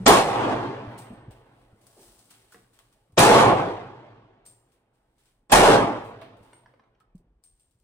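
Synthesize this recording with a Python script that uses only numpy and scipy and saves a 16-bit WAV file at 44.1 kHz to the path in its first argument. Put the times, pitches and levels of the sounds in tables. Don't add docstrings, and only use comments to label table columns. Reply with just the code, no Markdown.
import sys
import numpy as np
from scipy import signal
from scipy.fft import rfft, irfft
from scipy.io import wavfile
from scipy.ndimage import uniform_filter1d

SR = 44100
rng = np.random.default_rng(int(sys.argv[2]) if len(sys.argv) > 2 else 0)


def inscribe(sig):
    pcm = np.round(np.clip(np.atleast_2d(sig).T, -1, 1) * 32767)
    wavfile.write(sys.argv[1], SR, pcm.astype(np.int16))


def nominal_scale(level):
    x = np.asarray(level, float) / 20
    return 10 ** x


N = 345303
HZ = np.fft.rfftfreq(2048, 1 / SR)
SPLIT_HZ = 8400

# t/s, rise/s, early smear/s, smear level/dB, entry of the top band t/s
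SHOTS = [
    (.060, 0.0045, .002, -19.5, .076),
    (3.173, 0.0072, .004, -24, 3.185),
    (5.517, 0.0063, .02, -23, 5.517),
]
# t/s, level/dB
ECHOES = [
    [(0.07, -10), (0.085, -7.5), (0.214, -17.5), (0.25, -24), (0.512, -23), (0.8, -38.5), (1.19, -53),
     (1.74, -65.5), (3.16, -74)],
    [(3.19, -12), (3.408, -11.5), (3.524, -16.5), (3.85, -41.5), (4.25, -58), (4.654, -72), (5.49, -80)],
    [(5.53, -10.5), (5.755, -12.5), (5.78, -16.5), (5.834, -19.5), (6.016, -37.5), (6.25, -51),
     (6.734, -68), (7.83, -93)],
]
# deepest treble sag t/s, sag/dB per octave, extra front brightness/dB per octave, shove on the ports level/dB
HOLDS = [
    (.42, -.9, 3.5, -42),
    (3.57, -1.69, 1, -48),
    (5.88, -1.7, .2, -27),
]
# t/s, peak level/dB, f/Hz, roughness (0-1)
BUMPS = [(0.874, -27.5, 112.1, 0.26), (1.104, -30, 232.5, 0.14), (1.128, -32, 215, 0.2),
         (1.223, -40, 125.8, 0.23), (1.281, -29, 111.3, 0.3), (1.728, -41.5, 91.5, 0.32),
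         (1.995, -46.5, 394, 0), (3.095, -57, 150, 0.4), (3.13, -44.5, 93.5, 0.28),
         (6.407, -44.5, 113, 0.35), (7.149, -35, 179, 0.05), (7.24, -56, 89.9, 0.37),
         (7.37, -65, 150, 0.38), (7.53, -63, 70.03, 0.28), (7.68, -60, 70, 0.23), (7.75, -61, 80, 0.29)]


def evened(x):
    return x / np.sqrt(np.mean(x ** 2) + 1e-20)


def read(points, hz, order=1):
    columns = np.transpose(points)
    return np.interp(np.log(hz + 1), np.log(columns[0] + 1), columns[order])


def add(mix, s, sound):
    part = mix[..., round(s * SR):][..., :sound.shape[-1]]
    part += sound[..., :part.shape[-1]]


def panned(x, db):
    return x * nominal_scale(np.array([[db / 2], [-db / 2]]))


def band(x, low_hz, high_hz):
    sections = signal.butter(3, [low_hz, high_hz], "bandpass", fs=SR, output="sos")
    return signal.sosfilt(sections, x)


def band_db(colour_db, low_hz, high_hz):
    inside = (HZ > low_hz) & (HZ < high_hz)
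    return 10 * np.log10((nominal_scale(colour_db[inside]) ** 2).sum(0) / len(HZ))


def fading(s, db, t60, grow):
    since = np.arange(-2 * grow, t60, 1 / SR)
    return s - 2 * grow, nominal_scale(db + np.minimum(20 * since / grow, -60 * since / t60))


def taps(size, per_s, spread_db):
    sizes = nominal_scale(spread_db * np.minimum(rng.exponential(1, (size, 2)), 4))
    heights = sizes * rng.choice([-1., 1.], (size, 2))
    struck = rng.random((size, 2)) < per_s / SR
    return evened((heights * struck).T)


def ports(pair, colour_db, likeness=1.):
    # f/Hz, coherence (0-1)
    coherence = [(60, .98), (130, .985), (290, .9), (640, .6), (1400, .55), (3100, .2), (6800, .25),
                 (15000, .6)]
    # f/Hz, level/dB
    side_lean = [(60, 0), (150, -0.5), (380, -1.0), (950, -0.5), (2380, -1.5), (5980, 2.5), (15000, 2)]
    lead_s = .00012
    a, b = signal.stft(pair, nperseg=2048, noverlap=1536)[2]
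    same = np.clip(likeness * read(coherence, HZ), -1, 1)[:, None]
    delay = np.exp(-2j * np.pi * HZ * lead_s)[:, None]
    right = (same * a + np.sqrt(1 - same ** 2) * b) * delay
    lean = nominal_scale(read(side_lean, HZ) / 2)[:, None]
    z = np.array([a * lean, right / lean]) * nominal_scale(colour_db)
    return signal.istft(z, nperseg=2048, noverlap=1536)[1][:, :pair.shape[1]]


def yard(x, wet_db, t60=1.0):
    t = np.arange(SR // 2) / SR
    tail = taps(len(t), 2500, 1.5) * nominal_scale(-60 * t / t60) * (t > .004)
    echo = signal.fftconvolve(x, tail / np.linalg.norm(tail[0]), axes=1)[:, :N]
    return x + nominal_scale(wet_db) * echo


def ring(modes, length, tune=0.9966, damping=1., trim_db=0.):
    hz, db, t60 = np.transpose(modes)[:, :, None]
    t = np.arange(round(length * SR)) / SR
    decay = nominal_scale(db + trim_db - 60 * t / (t60 * damping))
    x = (decay * np.sin(2 * np.pi * hz * tune * t)).sum(0)
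    return x / abs(x).max()


def quiet_air():
    # f/Hz, level/dB per Hz
    air_spectrum = [(59, -29.5), (100, -3), (135, -4), (197, -9.5), (461, -13.5), (4200, -39),
                    (6990, -44.5), (8460, -40.5), (16000, -56)]
    air = evened(ports(rng.standard_normal((N, 2)).T, read(air_spectrum, HZ)[:, None]))
    opening = np.arange(N) / SR < SHOTS[0][0]
    return air * np.where(opening, nominal_scale(-46), nominal_scale(-79.2))


def lows():
    opening_lows = [
        [-43],
        [-48],
    ]
    roof_hz, roof_width_hz = 116.74, 30
    t, (a, b, c) = np.arange(N) / SR, rng.standard_normal((N, 3)).T
    level_db = opening_lows + 0 * t
    for (at, *_), rows in zip(SHOTS, ECHOES):
        echo_db = np.interp(t, *np.transpose(rows))
        lag_db = -31 * np.exp(-np.maximum(t - at, 0) / .42)
        level_db = np.where(t < at, level_db, [echo_db - 1.5 + lag_db, echo_db - 29])
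    rumble = nominal_scale(level_db[1]) + nominal_scale(-77 + 3.9 * evened(band(c, .8, 5.6)))
    for (at, *_), (*_, shove_db) in zip(SHOTS, HOLDS):
        add(rumble, *fading(at + .02, shove_db, .6, .015))
    for s, db, *_ in BUMPS:
        add(rumble, *fading(s + .01, db - 28, .45, .03))
    hum = evened(band(a, roof_hz - roof_width_hz / 2, roof_hz + roof_width_hz / 2))
    return nominal_scale(level_db[0]) * hum + rumble * evened(band(b, 26, 59))


def gravel():
    # f/Hz, level/dB per Hz
    stone_spectrum = [(410, -28), (700, -5.5), (2460, -6), (3070, -5), (7010, -9.5), (8310, -2.5),
                      (11400, -12), (12200, -16.5), (14800, -15), (16000, -21.5)]
    # most weight t/s, level/dB, growth by 20 dB/s, t60/s, lower band against it/dB
    scuffs = [(.93, -74.5, 0.19, .16, 9), (.98, -57.5, .006, .45, -5.5), (1.13, -68.5, -0.01, .44, -2.5),
              (1.312, -73, .011, .6, 1), (1.62, -79.5, .28, .7, -.5), (1.875, -70.5, .14, 1.4, -11.5),
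              (2.025, -61.5, .11, 1.35, -11.5), (2.31, -66.5, .018, .8, -2), (2.528, -66.5, .03, .5, -6.5),
              (2.74, -74.5, .025, 1.6, -3.5), (4.454, -62, .0035, .48, -12.5), (4.74, -82, .12, .4, -3.5),
              (4.95, -85.5, .03, .5, -4.5), (5.19, -84.5, .015, .85, -3), (5.29, -77.5, .24, .36, -5.5),
              (6.075, -71.5, .2, .36, -4.5), (6.222, -77, .04, .5, 14.5), (6.44, -79, .06, .9, -4),
              (6.544, -82, 0.18, .8, 4), (7.004, -89, .012, .1, 5), (7.442, -72, .012, .42, -14),
              (7.604, -83.5, 0.1051, 1.5, -7.5)]
    # t/s, peak level/dB, left minus right/dB, lower band against it/dB
    crunches = [(0.9462, -63, 2.0, -1), (0.9858, -42, 4.0, -15), (1.1292, -65, 3.5, 1),
                (1.3088, -52, 1.5, -4), (1.814, -58.5, 6, -4), (1.8676, -47.5, 2.0, -12.5),
                (2.191, -47, 1.5, -11), (2.2553, -56.5, 5.5, -4), (2.3042, -47.5, 6, -23.5),
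                (2.5211, -48, 1, -15), (2.7338, -63.5, 4, -13), (2.7896, -49.5, 3.0, 3.5),
                (2.9262, -57, -1.5, -3), (3.1215, -63, -0.5, -6), (4.462, -53, 8.5, -14.5),
                (4.7194, -64, 3.5, -6), (5.1818, -62, -1, -8), (5.257, -64, -1, -10), (6.0454, -55, 1, -5),
                (6.215, -52, -1.5, 8.5), (6.3697, -60.5, 3, -4), (6.4294, -65.5, 17, -4.5),
                (6.5326, -62.5, 3, -6), (7.002, -64, 5.5, -1), (7.1541, -60, 0, -7), (7.1793, -64, -7, -8),
                (7.4382, -55, 10, -13), (7.5971, -62.5, 2.5, -18), (7.7094, -68, 11, -7.5),
                (7.7994, -69.5, 11.5, -7.5)]
    after = np.arange(SR // 3) / SR
    upper, lower = np.zeros((2, 2, N))
    for s, db, grow, t60, lower_db in scuffs:
        add(upper, *fading(s, db + 2.5, t60, grow))
        add(lower, *fading(s, db + 8.5 + lower_db, t60, grow))
    for s, db, pan_db, lower_db in crunches:
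        settling = nominal_scale(db - 15.5 - 60 * after / 0.13)
        snap = nominal_scale(db - 11 - 60 * after / 0.0085)
        weight = panned(settling + snap, pan_db)
        add(upper, s, weight)
        add(lower, s, nominal_scale(lower_db) * weight)
    colour_db = read(stone_spectrum, HZ)
    stones = ports(taps(N, 6000, 3.0), (colour_db - band_db(colour_db, 5000, 11000))[:, None])
    bright = band(stones, 4300, 11300) + nominal_scale(6.2) * band(stones, 11300, 17000)
    return upper * bright + lower * band(stones, 500, 3700)


def bumps():
    # t/s, peak level/dB, f/Hz, t60/s, roughness (0-1)
    presses = [
        (.001, -29.5, 188, 0.224, 0),
        (1.966, -54.5, 342, 0.81, 0.55),
        (2.545, -57, 200, 0.45, 0.52),
        (7.19, -62, 168, 0.544, 0.52),
    ]
    out, t = np.zeros((2, N)), np.arange(SR // 2) / SR
    touches = [*presses, *[(s, db, hz, .065, rough) for s, db, hz, rough in BUMPS]]
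    skins = rng.standard_normal((len(touches), len(t)))
    onset = 1 - np.exp(-t / 0.00263)
    for (s, db, hz, t60, rough), skin in zip(touches, skins):
        tone = np.sin(2 * np.pi * hz * t)
        body = (1 - rough) * tone + rough * evened(band(skin, 0.47 * hz, 2.2 * hz))
        add(out, s, nominal_scale(db + 3 - 60 * t / t60) * body * onset)
    return out


def knocks():
    # t/s, peak level/dB, strongest mode f/Hz, its t60/s, centre of the clack f/Hz
    touches = [(2.523, -42.5, 1471, 0.044, 1434), (2.544, -40, 452, 0.0574, 1344),
               (2.558, -51.5, 730, 0.136, 1760), (2.645, -52.5, 440, 0.029, 1460),
               (2.799, -57.5, 1110, 0.095, 1110), (6.218, -31, 660, 0.09, 1140),
               (6.53, -41.5, 980, 0.049, 1780), (6.659, -40.5, 997, 0.0344, 1260),
               (6.737, -45.5, 534, 0.0484, 1260), (6.795, -49.5, 1017, 0.037, 1100),
               (6.837, -53.5, 1327, 0.049, 1330), (6.949, -63.5, 428.3, 0.06, 1911),
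               (7.004, -51, 1291, 0.069, 1300)]
    out, draws = np.zeros((2, N)), rng.random((len(touches), 40, 2))
    onset = 1 - np.exp(-np.arange(SR // 5) / SR / 0.00125)
    for (s, db, hz, t60, clack_hz), (place, size) in zip(touches, draws.transpose(0, 2, 1)):
        brief_hz = 450 * 14.0 ** place
        brief_db = -7 - 9 * size - 8.5 * abs(np.log2(brief_hz / clack_hz))
        signed_hz = brief_hz * np.sign(size - .5)
        crowd = ring(list(zip(signed_hz, brief_db, np.full(40, .03))), .2)
        strong = ring([(hz, 0, t60)], .2)
        add(out, s, panned(nominal_scale(db) * onset * (0.527 * strong + 1.06 * crowd), -1.2))
    return yard(out, -2.6, t60=0.34)


def cases():
    # f/Hz, level/dB, t60/s
    brass_modes = [(6150, -24, .2), (7450, -5, .5), (8230, -18, .08), (8570, -6, .45), (8650, 0, .24),
                   (13900, -5, .2)]
    # t/s, peak level/dB, main ring f/Hz, damping (factor on t60), side modes level/dB
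    landings = [
        (0.9844, -50, 8562, 1.2, -16),
        (1.1358, -62, 8555, 0.876, -18),
        (4.464, -42, 8650, 0.985, -10),
        (6.2169, -75.5, 8536, 0.9, -8),
        (6.5326, -52.5, 8660, 1.0, -26),
        (7.002, -83.5, 8610, 0.75, -9),
        (7.439, -51.5, 8600, 0.996, -24.5),
        (7.5971, -60, 8600, 0.9, -10.5),
        (7.7098, -74.5, 8560, 0.864, -7),
        (7.7877, -75.5, 8579, 0.82, -10.5),
    ]
    out = np.zeros((2, N))
    main_hz = brass_modes[4][0]
    for s, db, hz, damping, side_db in landings:
        near_main = abs(np.array(brass_modes)[:, :1] / main_hz - 1) < .03
        trim_db = np.where(near_main, 0, side_db)
        add(out, s, panned(nominal_scale(db) * ring(brass_modes, .6, hz / main_hz, damping, trim_db), 2.5))
    return yard(out, -8, t60=.25)


def echo_colour(at, age, hold):
    # f/Hz, level/dB per Hz
    muzzle_spectrum = [(15, -35), (25, -15), (236, -8.5), (476, -4), (734, -4.5), (818, -2), (1130, -7),
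                       (1330, -11), (1480, -11), (2280, -14), (10100, -21.5), (11300, -23.5),
                       (14800, -28.5), (16000, -42.5)]
    # f/Hz, most loss against the middle band/dB, time to lose it/s
    dulling = [(60.5, 22.5, 0.24), (122, 7, 0.25), (195, -6.5, 1.8), (347, -2.5, 0.5), (660, 4.5, 1.4),
               (1100, 5, .9), (1539, 5, 0.2), (3220, 12, 0.38), (6240, 28, .5), (10100, 41.5, 0.64),
               (15000, 49.5, 0.56), (15900, 59.5, .25)]
    # f/Hz, width/Hz, level/dB
    shed_modes = [(436.94, 12, 4), (683.6, 40, 5), (806, 15, 4.5), (1100, 20, 4), (3300, 1000, 1),
                  (8100, 360, 3)]
    free_at, sag_db, front_db, _ = hold
    loss_db = read(dulling, HZ)[:, None] * np.tanh(age / read(dulling, HZ, order=2)[:, None])
    modes_db = sum(db / (1 + (2 * (HZ - hz) / width) ** 2) for hz, width, db in shed_modes)
    held_db, far_db = -0.4576, 1.29
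    free = np.maximum(at + age - free_at, -1)
    bright_db = held_db + front_db * np.exp(-age / 0.013) + sag_db * np.exp(-(free / .13) ** 2)
    bright_db = bright_db + (far_db - held_db) * np.tanh((np.maximum(free, 0) / .45) ** 2)
    tilt_db = np.outer(np.log2(np.maximum(HZ / 1200, 1)), bright_db)
    growth_db = np.outer(modes_db, np.tanh((age + 0.04) / 0.16))
    colour_db = read(muzzle_spectrum, HZ)[:, None] + growth_db - loss_db + tilt_db
    patches = uniform_filter1d(rng.standard_normal(colour_db.shape[::-1]), size=5, axis=0)
    patches = uniform_filter1d(patches, size=6, axis=1)
    colour_db = colour_db + 2.2 * evened(patches).T
    return colour_db - band_db(colour_db, 300, 1500)


def shot(blast, rows, hold):
    at, rise, smear, smear_db, top_at = blast
    s, level_db = np.transpose(rows)
    t = np.arange(at - smear, s[-1] + .01, 1 / SR)
    frames = np.arange(-(-len(t) // 512) + 1)
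    age = np.maximum(frames * 512 / SR - smear, 0)
    colour_db = echo_colour(at, age, hold)
    grains = taps(len(t), 4000, 1.6)
    top = (HZ > SPLIT_HZ)[:, None]
    lower = ports(grains, colour_db - 99 * top)
    upper = ports(grains, colour_db + 1.0 - 99 * ~top)
    front = np.clip((t - at) / rise, 0, 1) ** 2
    early = nominal_scale(smear_db + 9 * np.minimum(t - at, 0) / smear) * (1 - front)
    late = np.clip((t - top_at) / .003, 0, 1)
    late = late * (1 + 0.5 * np.exp(-abs(t - top_at) / 0.018))
    return t[0], nominal_scale(np.interp(t, s, level_db)) * ((front + early) * lower + late * upper)


def scene():
    mix = quiet_air()
    for row in zip(SHOTS, ECHOES, HOLDS):
        add(mix, *shot(*row))
    return mix + lows() + gravel() + cases() + knocks() + bumps()


def roll_off(x):
    return signal.sosfilt(signal.butter(12, 16390, fs=SR, output="sos"), x)


def record(dry):
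    # f/Hz, width/Hz, level/dB
    seams = [(11254, 810, -30.5), (13520, 600, -26)]
    hz, t = np.fft.rfftfreq(N, 1 / SR), np.arange(N) / SR
    held = rfft(.95 * np.tanh(dry / .95)) / (1 + (hz / 16000) ** 90)
    seams_db = sum(db * np.exp(-abs(2 * (hz - centre_hz) / width) ** 4) for centre_hz, width, db in seams)
    fresh = sum(np.exp(-(abs(t - at) / 0.017) ** 4) for *_, at in SHOTS)
    x = fresh * irfft(held, N) + (1 - fresh) * irfft(held * nominal_scale(seams_db), N)
    shut = sum((t > at - smear - .005) & (t < top_at) for at, _, smear, _, top_at in SHOTS)
    top_band = irfft(rfft(x) * (hz > SPLIT_HZ), N)
    x = x - uniform_filter1d(shut * 1., size=60) * top_band
    return roll_off(x)


dry = scene()
out = record(dry)
inscribe(out)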